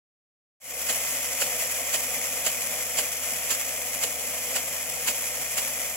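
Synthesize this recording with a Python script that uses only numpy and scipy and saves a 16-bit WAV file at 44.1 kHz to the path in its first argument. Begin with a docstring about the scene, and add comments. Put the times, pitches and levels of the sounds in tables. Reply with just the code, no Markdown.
"""The sprinkler gun of a travelling irrigator sprays a field, a few metres from a handheld camera.
Its jet hisses and flutters, and twice a second the swinging arm slaps through the water.
Water rushes in the feed pipe and the drive hums steadily; the sound fades in after a short silence."""
import sys
import numpy as np
from scipy.fft import rfft, irfft, next_fast_len
from scipy.io import wavfile
from scipy.ndimage import map_coordinates

SR = 44100
rng = np.random.default_rng(int(sys.argv[2]) if len(sys.argv) > 2 else 0)


def store_wav(level_fs):
    """Save 16-bit WAV to argv[1]."""
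    pcm = np.round(np.clip(np.atleast_2d(level_fs), -1, 1) * 32767)
    wavfile.write(sys.argv[1], SR, pcm.T.astype(np.int16))


N = 262836

# the jet's hiss, swelling as the stream breaks up: (s, level dB)
JET_LEVEL = [(0.65, -27.5), (0.76, -30), (0.79, -29), (0.84, -30), (0.96, -26), (0.99, -28.5),
             (1.05, -27), (1.22, -28.5), (1.26, -26.5), (1.3, -29.8), (1.33, -26.5), (1.35, -29.0), (1.53, -26),
             (1.57, -28.5), (1.62, -25.5), (1.67, -28.5), (1.8, -28.0), (1.85, -31), (1.87, -28.5), (2.01, -27.5),
             (2.13, -28.5), (2.18, -27.0), (2.21, -29), (2.27, -27), (2.3, -29), (2.34, -27.8), (2.41, -28.5),
             (2.54, -28.5), (2.9, -29), (2.93, -28), (3.25, -29.5), (3.33, -27.5), (3.37, -30.1), (3.4, -28.5),
             (3.46, -29.5), (3.62, -28), (3.68, -30), (3.71, -29), (3.78, -29.5), (4.09, -29),
             (4.16, -30.5), (4.36, -29), (4.42, -29.5), (4.45, -28.5), (4.73, -30), (4.76, -29),
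             (4.92, -30), (4.97, -28.5), (5.01, -31.5), (5.04, -28.5), (5.33, -29), (5.39, -30),
             (5.46, -28.5), (5.48, -31), (5.64, -27.5), (5.73, -30.5), (5.84, -28.5), (5.95, -30)]
# the arm cuts the jet: (s, level dB)
SLAPS = [(0.9, -22.7), (1.42, -22), (1.944, -22.5), (2.467, -20.5), (2.99, -21.5), (3.514, -21.5),
         (4.037, -22.4), (4.564, -23.5), (5.083, -21), (5.584, -24)]
# hiss of the free jet: (Hz, left dB per Hz, right dB per Hz)
JET_COLOUR = [(300, -62, -48), (934, -13.5, -12.5), (1750, -8.5, -13), (2070, -2.5, -6.5), (3590, -11, -9), (3520, -22.5, -14.5), (4430, -19, -13), (5590, -6, -8), (7710, -10, -0.5), (8540, -17.5, -9.5), (8880, -21, -19), (10080, 0.5, -11.5), (11880, -3, -12), (14700, -12.5, -8.5), (15900, -11.5, -10.5)]
# water bursting on the arm: (Hz, left dB per Hz, right dB per Hz)
SLAP_COLOUR = [(153, -52, -50), (508, -13, -12.5), (1080, -19, -16.5), (2070, -11.5, -17), (3080, -8, -11), (3840, -23, -13), (4640, -11, -10.5), (5850, -22.5, -13), (7350, -12, 0), (9130, -24, -21.5), (9920, -3.5, -18), (12600, -16.5, -13.5), (16000, -19, -14.5)]
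# rush of water in the pipe and riser: (Hz, dB per Hz)
PIPE_COLOUR = [(28, -34), (60, -22), (135, -20), (168, -7), (190, -13.5), (260, -4), (345, -20), (430, -11), (490, 1), (730, 0.5), (850, -9.5), (1200, -33), (2500, -72.5)]
# how the two microphone ports hear the machine: (Hz, likeness 0-1, left lead radians)
PORTS = [(100, .99, 0), (700, .98, .45), (1200, .85, 1.05), (2200, .72, 1), (3100, .55, .8), (4000, .28, 4), (6200, .51, 4.6), (7500, .33, 5.3), (9000, .31, 9.3), (10700, .45, 8.2), (13500, .38, 8.7), (15700, .28, 12)]  # fixed
# hum of the drive: (multiple of the shaft speed, level dB)
HUM = [(2, -57.5), (3, -78), (4, -63.5), (7, -80)]
SHAFT_HZ = 38.05  # fixed
# the camera's fade-in: start and length (s)
START = 0.6
FADE = 0.21
TOP_HZ = 15950  # fixed
# the dull smack as the arm takes the whole jet: (Hz, dB per Hz)
SMACK_COLOUR = [(150, -29), (500, -4), (1000, -2), (1700, 5), (3000, 2), (3700, -35), (4600, -4.5), (6000, -13), (12000, -8.5)]
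# narrow peaks and hollows in the nozzle's hiss: (Hz, width Hz, dB)
NOZZLE = [(1540, 120, -3), (2210, 120, 1.5), (2275, 36, -10), (2440, 100, 4), (2744, 230, -3), (3250, 20, -8.5), (4130, 18, -2.5)]


def amp(db):
    """Decibels to gain."""
    return 10 ** (np.asarray(db) / 20)


def unit(x):
    """x scaled to rms 1."""
    return x / np.sqrt(np.mean(x ** 2) + 1e-20)


def clock():
    """The time of every sample."""
    return np.arange(N) / SR


def along(table, hz):
    """Each value column of a (Hz, ..) table, read on a log axis."""
    f, *columns = np.transpose(table)
    return np.array([np.interp(np.log(hz + 1), np.log(f + 1), c) for c in columns])


def wobble(rate):
    """A smooth random curve with rate knots a second."""
    return map_coordinates(rng.standard_normal(int(N * rate / SR) + 4), [clock() * rate])


def filtered(x, response):
    """x times a complex response of frequency."""
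    size = next_fast_len(N + SR // 2)
    return irfft(rfft(x, size) * response(np.fft.rfftfreq(size, 1 / SR)), size)[..., :N]


def droplets(rate, spread_db):
    """Two unrelated streams of droplet ticks of uneven size, rate a second."""
    struck = rng.random((2, N)) < rate / SR
    return unit(struck * np.sign(rng.standard_normal((2, N))) * amp(spread_db * rng.standard_normal((2, N))))


def at_ports(pair, colour):
    """Two unrelated signals become a coloured left and right of rms 1: alike in the bass, apart in the treble."""
    turn = lambda hz: np.arccos(np.clip(along(PORTS, hz)[0], 0, 1)) / 2
    shared, apart = filtered(pair, lambda hz: np.array([np.cos(turn(hz)), np.sin(turn(hz))]))
    lead = lambda hz: np.exp(.5j * np.outer([1, -1], along(PORTS, hz)[1]))
    port = lambda hz: amp(along(colour, hz)) * lead(hz) * (hz < TOP_HZ)
    return unit(filtered(np.array([shared + apart, shared - apart]), port))


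def spray(colour, drop_rate, drop_db, clump_rate, clump_db):
    """Fine mist with coarser droplets in it, torn off in clumps a few milliseconds long."""
    water = rng.standard_normal((2, N)) + amp(drop_db) * droplets(drop_rate, spread_db=3.0)
    return at_ports(water * amp(clump_db * wobble(clump_rate)), colour)


def jet(level_db):
    """The stream hisses as it leaves the nozzle, and flutters as it frays."""
    hiss = spray(JET_COLOUR, drop_rate=3000, drop_db=-2.5, clump_rate=350, clump_db=0.96)
    nozzle = lambda hz: amp(sum(db * np.exp(-((hz - centre) / width) ** 2) for centre, width, db in NOZZLE))
    flutter_db = .85 * wobble(55)  # fixed
    return filtered(hiss, nozzle) * amp(level_db + flutter_db - 0.5)


def arm():
    """The arm shears the jet into bright spray; midway the full stream smacks its blade."""
    splash = swells(delay=-0.0012, rise=0.012, fall=.02) * spray(SLAP_COLOUR, drop_rate=3500, drop_db=-9, clump_rate=450, clump_db=1.4)
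    smack = swells(delay=0.0026, rise=0.0053, fall=0.0045) * spray(SMACK_COLOUR, drop_rate=1100, drop_db=-3, clump_rate=260, clump_db=3.0)
    return amp(1.53) * splash + amp(-8.5) * (smack + amp(7) * blade(smack, ring_hz=2980, width_hz=140))


def pipe(level_db):
    """Turbulent water drums in the pipe, swelling a little with the jet; every slap of the arm jolts the riser."""
    rush = at_ports(rng.standard_normal((2, N)), PIPE_COLOUR)
    surge_db = .5 * (level_db - level_db.mean()) + .8 * wobble(12)  # fixed
    jolt = swells(delay=0.0033, rise=0.0049, fall=.012) * at_ports(rng.standard_normal((2, N)), PIPE_COLOUR)
    return rush * amp(surge_db - 43.0) + amp(-15) * jolt


def drive():
    """Low orders of the shaft hum cleanly; a narrow, unsteady whine rides above them."""
    angle = 2 * np.pi * SHAFT_HZ * clock() + 0.011 * wobble(3.8)
    hum = sum(np.sqrt(2) * amp(db) * np.sin(round(k) * angle + rng.uniform(0, 2 * np.pi)) for k, db in HUM)
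    whine_hz = 494
    sway = wobble(13) + 1j * wobble(14)
    whine = unit(np.real(sway * np.exp(2j * np.pi * whine_hz * clock())))
    return hum + amp(-55) * whine


def swells(delay, rise, fall):
    """A pointed swell for every swing of the arm; times in seconds."""
    contact = np.zeros(N)
    for s, db in SLAPS:
        t = clock() - s - delay
        contact += amp(db) * np.exp(-np.abs(t / np.where(t < 0, rise, fall)) ** 1.06)
    return contact


def blade(smack, ring_hz, width_hz):
    """The wet metal blade rings briefly in one damped mode."""
    return filtered(smack, lambda hz: 1j * hz * width_hz / (ring_hz ** 2 - hz ** 2 + 1j * hz * width_hz))


def scene():
    """Jet, arm, pipe and drive in the open field, with no walls to answer."""
    level_db = np.interp(clock(), *np.transpose(JET_LEVEL))
    return jet(level_db) + arm() + pipe(level_db) + drive()


def record(dry):
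    """The camera fades its sound in and keeps nothing above its band limit."""
    fade = np.clip((clock() - START) / FADE, 0, 1)
    return filtered(dry * fade, lambda hz: np.clip((TOP_HZ - hz) / 200, 0, 1))  # fixed


dry = scene()
out = record(dry)
store_wav(out)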